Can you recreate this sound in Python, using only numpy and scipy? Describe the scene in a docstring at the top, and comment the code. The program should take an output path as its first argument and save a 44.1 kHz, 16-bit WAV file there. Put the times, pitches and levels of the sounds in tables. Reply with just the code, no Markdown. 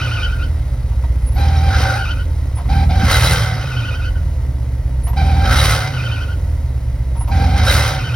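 """Cold van engine in the footwell

A cold engine idles lumpily after a dying race and is blipped four times. Its firings force the mounts,
cab air and panels into resonance; filtered noise and overtones of the firing rate sound the intake.
The throttle linkage squeaks as gliding sines. The loose fan belt squeals by stick-slip, rasps as
modulated noise at high revs, and chirps once a belt turn as the engine runs down."""
import sys
import numpy as np
from scipy import signal
from scipy.fft import rfft, irfft, next_fast_len
from scipy.io import wavfile
from scipy.ndimage import uniform_filter1d

SR = 44100
rng = np.random.default_rng(int(sys.argv[2]) if len(sys.argv) > 2 else 0)


def log_audio(samples):
    """Write samples as a 16-bit WAV file to the path given in sys.argv[1]."""
    # one column per channel
    frames = np.atleast_2d(samples).T
    # limit to full scale, then quantise
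    limited = np.clip(frames, -1, 1)
    pcm = np.round(limited * 32767).astype(np.int16)
    wavfile.write(sys.argv[1], SR, pcm)


N = 359415
T = np.arange(N) / SR
SIZE = next_fast_len(N + SR)  # padded, so that filter tails do not wrap around
FREQS = np.maximum(np.fft.rfftfreq(SIZE, 1 / SR), 1e-3)


def undb(db):
    """Logarithmic level: decibels to amplitude gain."""
    return 10 ** (np.asarray(db) / 20)


def unit(x):
    """Normalisation: scale to rms 1."""
    return x / np.sqrt(np.mean(x ** 2))


def steady(x, seconds):
    """Automatic gain: even out swells slower than the given time, keeping the quick throb."""
    size = int(seconds * SR)
    power = uniform_filter1d(uniform_filter1d(x ** 2, size), size)
    return x / np.sqrt(power + 1e-12)


def shape(x, response):
    """Linear filtering: multiply the spectrum by a frequency response."""
    return irfft(rfft(x, SIZE) * response, SIZE)[..., :N]


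def colour(points):
    """Spectral envelope: zero-phase response through (Hz, dB) points."""
    hz, db = np.transpose(points)
    return undb(np.interp(np.log(FREQS), np.log(hz), db))


def ringing(points):
    """Minimum phase: a causal response through (Hz, dB) points, which rings on after each push."""
    cepstrum = irfft(np.log(colour(points)), SIZE)
    # folding the cepstrum onto positive time makes the response causal
    cepstrum[1:SIZE // 2] *= 2
    cepstrum[SIZE // 2 + 1:] = 0
    return np.exp(rfft(cepstrum))


def modes(table):
    """Modal superposition: summed response of (Hz, width in Hz, dB) resonances."""
    total = 0
    for hz, width, db in table:
        total = total + undb(db) / (1 + 1j * (FREQS ** 2 - hz ** 2) / (FREQS * width))
    return total


def noise():
    """White noise: equal mean power at every frequency."""
    return rng.standard_normal(N)


def walk(rate_hz):
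    """Band-limited chance: smooth random motion of rms 1, mostly below the given rate."""
    hz = FREQS[FREQS < 10 * rate_hz]
    chance = noise()[:2 * len(hz)]
    spectrum = (chance[::2] + 1j * chance[1::2]) / (1 + (hz / rate_hz) ** 4)
    size = next_fast_len(2 * 2 * len(hz))
    slow = irfft(spectrum, size)
    slow_times = np.arange(size) * SIZE / size / SR
    return unit(np.interp(T, slow_times, slow))


def ramp(start, seconds):
    """Linear onset: rises from 0 to 1 in the given time."""
    return np.clip((T - start) / max(seconds, 1e-3), 0, 1)


def gate(start, end, attack_s, release_s):
    """Envelope: attack, hold and release between two moments."""
    return ramp(start, attack_s) * (1 - ramp(end - release_s, release_s))


def hump(along):
    """Half-ellipse envelope over a note whose progress runs from 0 to 1."""
    return np.sqrt(8 * along * (1 - along))


def partials(phase, table, shimmer_db=3.0):
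    """Additive synthesis: (multiple, dB) partials of a phase, each flickering by itself."""
    total = 0
    for multiple, db in table:
        total = total + undb(db + shimmer_db * walk(105)) * np.sin(multiple * phase)
    return total


def stick_slip(hz, rough, shake_hz=260.3):
    """Stick-slip friction: phase of rubber catching and letting go with a shaky period."""
    return 2 * np.pi * np.cumsum(hz * (1 + rough * walk(shake_hz))) / SR


# Throttle blips; the first is already dying away. Each row: nominal opening in s, engine catches in s,
# top of the revs in s, stumbling rate in Hz, top rate in Hz, idle rate after it in Hz,
# run-down time in s, relative belt rasp in dB, relative intake level in dB.
BLIPS = [(-0.92, -0.66, -0.4, 38, 80, 29.5, 0.65, 3, -29), (1.355, 1.665, 1.82, 39, 59, 32, 0.4, 2, -33),
         (2.685, 2.925, 3.3, 39, 81, 31, 0.65, -1, -26),
         (5.16, 5.385, 5.68, 39, 74.5, 31.3, 0.58, 0, -27.5),
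         (7.305, 7.55, 7.78, 43.5, 73, 31, 0.58, 0, -26)]
# the throttle starts to open this far ahead of the nominal opening, and to shut at the top of the revs
OPEN_LEAD_S, OPEN_S, SHUT_S = 0.04, 0.09, 0.12
COAST_POWER = 1.7  # the flywheel holds the revs up at first: power of time in the run-down


def firing_rate():
    """Rotational inertia: the engine stumbles, catches, races to its top and coasts back to idle."""
    rate = np.zeros(N)
    for opens, catches, top, stumble_hz, top_hz, idle_hz, rundown_s, *_ in BLIPS:
        rate = rate + (stumble_hz - rate) * ramp(opens - OPEN_LEAD_S, OPEN_S)
        rate = rate + (top_hz - rate) * np.sin(np.pi / 2 * ramp(catches, top - catches))
        coast = np.exp(-(np.abs(T - top) / rundown_s) ** COAST_POWER)
        rate = np.where(T < top, rate, idle_hz + (top_hz - idle_hz) * coast)
    return rate


def throttle(opens, top):
    """Valve control: how far the throttle is open during one blip, 0-1."""
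    return gate(opens - OPEN_LEAD_S, top + SHUT_S, OPEN_S, SHUT_S)


def at_speed(table, rate):
    """Interpolation: the columns of a table over firing rate, sample by sample."""
    hz, *columns = np.transpose(table)
    return np.array([np.interp(rate, hz, column) for column in columns])


# Loudness with the throttle open. Each row: firing rate in Hz, then relative levels in dB of cab boom,
# panel drone, clatter, belt rasp and belt hiss.
PULLING = [(38, -12, -21.5, -40.5, -39.5, -55), (57, -12.5, -21, -38.5, -28.5, -48),
           (69, -12.5, -19, -39, -21.5, -31), (80, -15, -16, -42, -22, -30)]
# The same with the throttle shut; a sagging idle booms, and the panels drone where an order meets them.
# Each row: firing rate in Hz, then relative levels in dB of boom, drone, clatter, rasp and hiss.
COASTING = [(30.5, -14, -27, -45.5, -57, -64), (32.3, -19, -24, -46.5, -56, -63),
            (38, -16.5, -27, -45, -55.5, -61), (46, -20, -27, -44, -54, -58),
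            (58, -24, -19, -42.5, -41, -54), (68, -24, -22, -43, -34, -53), (80, -20, -17, -45, -30, -48)]


def loudness(rate, load):
    """Load dependence: five levels in dB between coasting (load 0) and pulling (load 1)."""
    return (1 - load) * at_speed(COASTING, rate) + load * at_speed(PULLING, rate)


# Resonance of the rubber mounts. The row: frequency in Hz, width of one stage in Hz, relative level in dB.
MOUNTS = (48, 23, -19.5)


def mounts(count, load, rumble_db=14.5, waver_db=2.5):
    """Forced resonance: the engine rumbles on its mounts and rocks hard as firings pass their frequency."""
    hz, width, db = MOUNTS
    rocking = unit(np.sin(2 * np.pi * count)) * (1 - load) * undb(waver_db * walk(9))
    response = modes([(hz, width, 0)]) ** 3
    return shape(rocking + undb(rumble_db) * noise(), response) * undb(db)


# Shaking forces of the engine. Each row: multiple of the firing rate, relative level in dB.
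ORDERS_DB = [(0.5, -17), (0.75, -12), (1, -10), (1.25, -12), (1.5, -3), (1.75, -17), (2, 0), (2.25, -20),
             (2.5, -14), (3, -10), (3.25, -16), (3.5, -9), (4, -7), (5, -9), (6, -9)]


def shaking(count):
    """Engine orders: harmonics and fractions of the firing rate; uneven burns make each waver."""
    orders = 0
    for multiple, db in ORDERS_DB:
        sway_rad, waver_db = 0.28 * walk(6), 2.5 * walk(8)
        orders = orders + undb(db + waver_db) * np.sin(2 * np.pi * multiple * count + sway_rad)
    return unit(orders)


# How the air of the cab answers. Each row: frequency in Hz, gain in dB.
CAB = [(20, -27), (32, -21), (40, -12), (46, -6), (54, 1), (64, 0), (77, 2), (86, -3), (98, -14),
       (125, -38), (600, -100)]
# How the floor and engine cover answer. Each row: frequency in Hz, gain in dB.
PANELS = [(40, -50), (70, -36), (98, -10), (112, 3), (125, -1), (140, -11), (158, -10.5), (178, -25),
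          (260, -42), (900, -100)]
# ragged burns: their rumble against the engine orders, and how it grows with the firing rate
RUMBLE_DB, RUMBLE_FROM_HZ, RUMBLE_DB_PER_HZ = 9, 31, 0.18


def boom(count, rate, boom_db, drone_db, burn_decay=0.35):
    """Cavity and plate resonance: orders and ragged cold burns shake air and panels; burns win at high revs."""
    # burn_decay is a share of one firing period
    thuds = unit(noise() * np.exp(-(count % 1) / burn_decay))
    rumble_db = RUMBLE_DB + RUMBLE_DB_PER_HZ * (rate - RUMBLE_FROM_HZ)
    drive = thuds * undb(rumble_db) - shaking(count)
    air = steady(shape(drive, ringing(CAB)), 0.06) * undb(boom_db)
    panels = steady(shape(drive, ringing(PANELS)), 0.09) * undb(drone_db)
    return air + panels


# Colour of the valve train and block. Each row: frequency in Hz, relative spectral density in dB per Hz.
CLATTER = [(150, 2), (220, 5), (275, 8), (340, -0.5), (450, -3), (560, 3), (820, -7), (965, -4),
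           (1100, -12), (1780, -14.5), (1990, -7), (2200, -15.5), (2600, -20), (3500, -23), (6000, -23),
           (10000, -25), (16000, -28)]


def clatter(count, clatter_db, trim_db=8.0, tick_db=-5.0, tick_decay=0.16):
    """Impact noise: tappets tick twice a firing over the even rush of the block and fan."""
    # tick_decay is a share of one tick period
    ticks = np.exp(-(2 * count % 1) / tick_decay) * undb(tick_db + 4.3 * walk(37))
    return unit(shape(noise() * (1 + ticks), colour(CLATTER))) * undb(clatter_db + trim_db)


# Colour of the air intake. Each row: frequency in Hz, gain in dB.
INTAKE = [(130, -18), (160, 5), (200, 1), (240, -1), (280, -2.5), (330, -17), (480, -38)]
# The cold engine coughs once through the intake. The row: start in s, length in s, relative level in dB.
COUGH = (3.025, 0.04, -19)
# the intake growl fades as the revs rise past the stumble
GROWL_FULL_HZ, GROWL_FADE_DB_PER_HZ = 58, 0.62


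def growl(count, rate, trim_db=-1.0, gulp_db=12.0):
    """Pulsating flow: gulped air sounds the intake with overtones of the firing rate and turbulence."""
    gain = sum(throttle(opens, top) * undb(db) for opens, _, top, *_, db in BLIPS)
    gain = gain * undb(-GROWL_FADE_DB_PER_HZ * np.maximum(rate - GROWL_FULL_HZ, 0))
    start, length, cough_db = COUGH
    gain = gain + undb(cough_db) * np.sin(np.pi * ramp(start, length))
    overtones = partials(2 * np.pi * count, [(2, -3), (3, -3), (4, 0), (5, -6), (6, -2), (7, -8), (8, -6)])
    intake = steady(shape(overtones + undb(gulp_db) * noise(), colour(INTAKE)), 0.1)
    return undb(trim_db) * gain * intake


# Modes of the pedal and its bracket. Each row: frequency in Hz, width in Hz, relative level in dB.
PEDAL = [(934, 45, 9), (730, 100, 4), (1882, 73, -12)]
# The pedal rubs in its bracket. Each row: start in s, length in s, relative level in dB.
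SCRAPES = [(0.913, 0.031, -41), (1.037, 0.02, -33.5), (2.565, 0.076, -34), (2.652, 0.025, -38),
           (5.066, 0.051, -33), (5.13, 0.023, -33.5), (7.152, 0.043, -39), (7.205, 0.031, -35),
           (7.274, 0.044, -31.5)]


def pedal(trim_db=1.5):
    """Friction-excited modes: short dry rubs ring the pedal bracket."""
    force = np.zeros(N)
    for start, length, db in SCRAPES:
        along = np.clip((T - start) / length, 0, 1)
        force += undb(db + trim_db) * np.sin(np.pi * np.sqrt(along))
    ring = modes(PEDAL)
    return shape(noise() * force, ring) / np.sqrt(np.mean(np.abs(ring) ** 2))


# Throttle linkage squeaks. Each row: start in s, length in s, nominal start pitch in Hz,
# nominal end pitch in Hz, level in dB.
SQUEAKS = [(1.209, .05, 10140, 10350, -55), (1.261, 0.036, 10350, 10540, -38),
           (1.315, 0.02, 10600, 10620, -45), (1.332, .036, 12350, 12500, -44),
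           (1.376, 0.036, 11650, 11400, -47), (1.562, 0.035, 5230, 5860, -38),
           (2.55, 0.045, 10030, 10500, -40.5), (5.033, .042, 10430, 10340, -36.5),
           (5.075, 0.034, 11960, 11720, -39), (7.165, 0.027, 10270, 10270, -44),
           (7.189, 0.053, 10350, 10700, -36.5), (7.279, 0.016, 11910, 11800, -45)]


def linkage():
    """Dry friction: the throttle pivot gives thin, gliding squeaks as the pedal goes down."""
    out, waver = np.zeros(N), 0.006 * walk(150)
    for start, length, from_hz, to_hz, db in SQUEAKS:
        along = np.clip((T - start) / length, 0, 1)
        hz = (from_hz + (to_hz - from_hz) * along) * (1 + waver)
        out += undb(db) * hump(along) * np.sin(2 * np.pi * np.cumsum(hz) / SR)
    return out


# Ring of the pulleys and brackets. Each row: frequency in Hz, width in Hz, relative level in dB.
PULLEYS = [(556, 42, 8), (1298, 57, 3), (1460, 80, 5.5), (2060, 55, 6.5), (3135, 72, -2), (3850, 90, 2),
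           (4320, 46, -5.5), (4580, 69, -11), (5296, 66, -3.5), (5610, 23, -13)]
# Colour of rubber scraping on steel. Each row: frequency in Hz, relative spectral density in dB per Hz.
RASP = [(250, -54), (500, -1.5), (900, -1), (1500, -2), (2400, -6), (3300, -10.5), (4800, -6.5),
        (6000, -8.5), (7000, -24), (9000, -50), (16000, -52)]
# Colour of the belt's hiss. Each row: frequency in Hz, relative gain in dB.
HISS = [(4500, 5), (7000, -0.5), (9700, 3.5), (11500, -2.5), (13500, -3), (15500, -7)]


def rasp(count, rasp_db, hiss_db, ring_db=1.5, grit_db=0.9, flutter_db=0.7, swell_db=2.5, throb=0.26,
         rasp_trim_db=2.1, hiss_trim_db=7.0):
    """Sliding friction: dense tiny slips, tugged by each firing, scrape and ring separately swelling modes."""
    slips = undb(grit_db * walk(460) + flutter_db * walk(44)) * (1 + throb * np.cos(2 * np.pi * count))
    ring = sum(shape(noise(), modes([mode])) * undb(swell_db * walk(25)) for mode in PULLEYS)
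    scrape = steady(shape(noise(), colour(RASP)) + undb(ring_db) * ring, 0.008)
    hiss = unit(shape(noise(), colour(HISS)))
    return slips * (scrape * undb(rasp_db + rasp_trim_db) + hiss * undb(hiss_db + hiss_trim_db))


# The belt breaks fully loose and the rasp jumps up. Each row: start in s, end in s, rise of the rasp in dB.
BITES = [(1.89, 2.04, 3), (2.69, 2.79, 2), (3.072, 3.2, 3), (5.44, 5.56, 3.5), (7.56, 7.625, 5.5),
         (7.668, 7.73, 2.5)]
BITE_ATTACK_S, BITE_RELEASE_S = 0.01, 0.035


def bites():
    """Loss of grip: the rise in dB of the rasp while the belt is fully loose."""
    return sum(gate(start, end, BITE_ATTACK_S, BITE_RELEASE_S) * db for start, end, db in BITES)


# A pulley mode catches and shrieks. Each row: start in s, length in s, mean pitch in Hz, relative level in dB.
SHRIEKS = [(1.39, 0.06, 3950, -39), (1.698, 0.07, 1515, -24), (1.855, 0.08, 1485, -22),
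           (3.11, 0.075, 1470, -20), (3.115, 0.07, 3900, -26), (3.232, 0.062, 3920, -20),
           (5.495, 0.07, 1450, -20), (5.583, 0.035, 3830, -21), (7.668, 0.035, 1500, -19),
           (7.672, 0.056, 3850, -19)]


def shrieks():
    """Mode locking: at the hardest slips one pulley mode takes over in a short, hoarse shriek."""
    out, shake_hz = np.zeros(N), 75 * walk(200)
    for start, length, hz, db in SHRIEKS:
        phase = 2 * np.pi * np.cumsum(hz + shake_hz) / SR
        out += undb(db) * hump(ramp(start, length)) * np.sin(phase)
    return out * undb(-2 + 2.5 * walk(90))


# Belt chirps as the engine runs down. Each row: start in s, end in s, nominal moment in s when the belt's
# slickest patch meets the pulley, time of a belt turn in s, relative levels in dB of pulley ring and warble.
CHIRPS = [(-0.05, 0.275, 0.047, 0.098, -30, -29.5), (0.245, 0.38, 0.345, 0.1, -30, -37),
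          (0.375, 0.48, 0.448, 0.1, -32, -39), (1.94, 2.065, 2.015, 0.1, -27, -36),
          (2.035, 2.15, 2.115, 0.1, -30, -30), (2.15, 2.24, 2.215, 0.1, -33.5, -39),
          (3.6, 3.735, 3.695, 0.09, -34, -39), (3.705, 3.99, 3.785, 0.094, -32, -32.5),
          (3.98, 4.11, 4.075, 0.1, -32, -37), (4.14, 4.21, 4.165, 0.1, -37, -50),
          (5.925, 6.265, 5.958, 0.09, -32.5, -33), (6.25, 6.36, 6.315, 0.1, -35.5, -42),
          (7.97, 8.3, 8.068, 0.09, -34, -33)]
# How the pulleys and brackets radiate the warble. Each row: frequency in Hz, gain in dB.
WARBLE = [(900, -22), (1230, -2), (1450, -2), (1650, -9), (2100, -13), (2450, 1), (2680, -1), (2830, -4),
          (3080, 2), (3200, -1), (3350, -14), (3680, 0), (4050, -10), (4550, -1), (4950, -9), (5400, -4),
          (6500, -20)]
CHIRP_ATTACK_S, CHIRP_RELEASE_S = 0.02, 0.035
CHIRP_RASP_DB = -8  # the belt keeps scraping faintly under its chirps: rasp against warble


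def chirps(centre_hz=1375, swing_hz=140, ring_hz=1455, ring_width_hz=120, snap=2.4, trough_db=-3.0,
           turn_sway=0.3, flank_count=2, warble_trim_db=-0.3):
    """Frequency modulation: two rough belt flanks flip in pitch once a turn, and a pulley mode resonates."""
    swing, ring_gain, warble_gain = np.zeros(N), np.zeros(N), np.zeros(N)
    sway_rad = turn_sway * walk(45)
    for start, end, crest, turn_s, ring_db, warble_db in CHIRPS:
        turning = np.cos(2 * np.pi * (T - crest) / turn_s + sway_rad)
        swing = np.where(T > start, turning, swing)
        sounding = gate(start, end, CHIRP_ATTACK_S, CHIRP_RELEASE_S)
        ring_gain += sounding * undb(ring_db)
        warble_gain += sounding * undb(warble_db + warble_trim_db)
    # tanh squares off the swing, so the pitch flips rather than glides
    hz = centre_hz + swing_hz * np.tanh(snap * swing) / np.tanh(snap)
    flanks = 0
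    for _ in range(flank_count):
        phase = stick_slip(hz, rough=0.07, shake_hz=600)
        flanks = flanks + partials(phase, [(1, -1), (2, 0), (3, -7), (4, -12)])
    ring = steady(shape(flanks, modes([(ring_hz, ring_width_hz, 0)]) ** 2), 0.02)
    ring = ring * undb(trough_db * np.maximum(-swing, 0))
    warble = steady(shape(flanks, colour(WARBLE)), 0.04) * undb(1.6 * walk(22))
    scrape = undb(CHIRP_RASP_DB) * unit(shape(noise(), colour(RASP)))
    return ring_gain * ring + warble_gain * (warble + scrape)


# The belt slips under load. Each row: start in s, end in s, relative squeal level in dB.
SLIPS = [(1.356, 2.04, -1), (2.683, 2.875, 0), (2.888, 3.625, 0), (5.16, 5.925, 0), (7.305, 8.02, 0)]
SLIP_ATTACK_S, SLIP_RELEASE_S = 0.014, 0.04
# the belt stays strained a moment after the top of the revs
STRAIN_HOLD_S, STRAIN_RELEASE_S = 0.03, 0.22


def strain():
    """Belt traction: drag over the pulleys, 0-1, only while the belt slips and the engine pulls."""
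    pull = 0
    for opens, _, top, *_ in BLIPS:
        end = top + STRAIN_HOLD_S + STRAIN_RELEASE_S
        pull = pull + gate(opens - OPEN_LEAD_S, end, OPEN_LEAD_S, STRAIN_RELEASE_S)
    return pull * sum(gate(start, end, SLIP_ATTACK_S, SLIP_RELEASE_S) for start, end, _ in SLIPS)


# Voice of the slipping belt. Each row: firing rate in Hz, nominal pitch in Hz, relative level in dB,
# relative level of its octave in dB.
SQUEAL_VOICE = [(38, 780, -23, -33), (55, 768, -23.5, -22.5), (67, 757, -27.5, -27), (80, 750, -33, -26)]


def squeal(rate, trim_db=-0.6, octave_trim_db=-5.5, edge_db=-14.5, wander=0.016, flutter_db=1.8,
           scoop_hz=25, scoop_s=0.05):
    """Stick-slip oscillation: the loaded belt honks, scooping up at each slip and sagging as revs rise."""
    hz, db, octave_db = at_speed(SQUEAL_VOICE, rate)
    slip, scoop = 0, 0
    for start, end, slip_db in SLIPS:
        slip = slip + gate(start, end, SLIP_ATTACK_S, SLIP_RELEASE_S) * undb(slip_db)
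        scoop = scoop + (T > start) * (1 - ramp(start, scoop_s))
    slip = slip * undb(flutter_db * walk(14))
    gain = slip * undb(db + trim_db)
    octave_gain = slip * undb(octave_db + octave_trim_db)
    phase = stick_slip((hz - scoop_hz * scoop) * (1 + wander * walk(16)), rough=0.048)
    edge = partials(phase, [(3, 1), (4, -7), (5, -2), (6, -5), (7, -11)])
    honk = partials(phase, [(1, 0)], shimmer_db=1.8) + undb(edge_db) * edge
    return gain * honk + octave_gain * partials(phase, [(2, 0)])


def footwell(x, t60_s=0.18, wet_db=-6.5):
    """Reverberation: close hard surfaces add a short decaying scatter, different at each port."""
    t = T[:SR // 4]
    tails = rng.standard_normal((2, len(t))) * np.exp(-np.log(1000) * t / t60_s)
    tails /= np.sqrt(np.sum(tails ** 2, axis=1, keepdims=True))
    return x + undb(wet_db) * signal.fftconvolve(x[None], tails, axes=1)[:, :N]


def scene(hiss_flicker_db=1.8, bite_hiss_share=1.3):
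    """Superposition: speed and throttle drive every layer; long bass waves reach both ports alike."""
    rate, drag = firing_rate(), strain()
    count = np.cumsum(rate) / SR  # firings so far
    load = sum(throttle(opens, top) for opens, _, top, *_ in BLIPS)
    boom_db, drone_db, clatter_db, _, _ = loudness(rate, load)
    *_, rasp_db, hiss_db = loudness(rate, drag)
    belt_db = np.zeros(N)
    for opens, *_, db, _ in BLIPS:
        belt_db = np.where(T > opens, db, belt_db)
    bite_db = bites()
    hiss_db = hiss_db + bite_hiss_share * bite_db + hiss_flicker_db * drag * walk(25)
    scraping = undb(belt_db) * rasp(count, rasp_db + bite_db, hiss_db)
    belt = scraping + squeal(rate) + shrieks() + chirps()
    bass = boom(count, rate, boom_db, drone_db) + mounts(count, load) + growl(count, rate)
    bright = clatter(count, clatter_db) + belt + linkage() + pedal()
    return bass + footwell(bright)


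# Phase by which the left microphone port leads. Each row: frequency in Hz, phase in radians.
PORTS = [(0, 0), (150, .05), (520, .5), (1720, .1), (3190, 1.1), (4310, 1.1), (5000, .4), (6200, 1.5),
         (7400, 3.14), (10300, 6.28), (13600, 9.42), (16600, 12.8)]
# Level at the left port over the right. Each row: frequency in Hz, difference in dB.
PORT_BALANCE = [(60, -1.0), (110, -1.5), (200, -2.0), (380, -4.0), (700, 0.5), (1290, -1.0), (2380, -0.5),
                (4400, -2.0), (8120, 0.0), (15000, 0.0)]
TOP_HZ = 16000


def record(dry, lean_share=0.5):
    """Interchannel phase: two phone ports hear treble out of step; the peaks are clipped, the top cut."""
    hz, radians = np.transpose(PORTS)
    lean = colour(PORT_BALANCE) ** lean_share
    lag = np.exp(-1j * np.interp(FREQS, hz, radians))
    left = shape(dry[0], lean)
    right = shape(dry[1], lag / lean)
    low_pass = signal.ellip(10, 0.1, 80, TOP_HZ, fs=SR, output="sos")
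    return signal.sosfilt(low_pass, np.clip([left, right], -1, 1))


dry = scene()
out = record(dry)
log_audio(out)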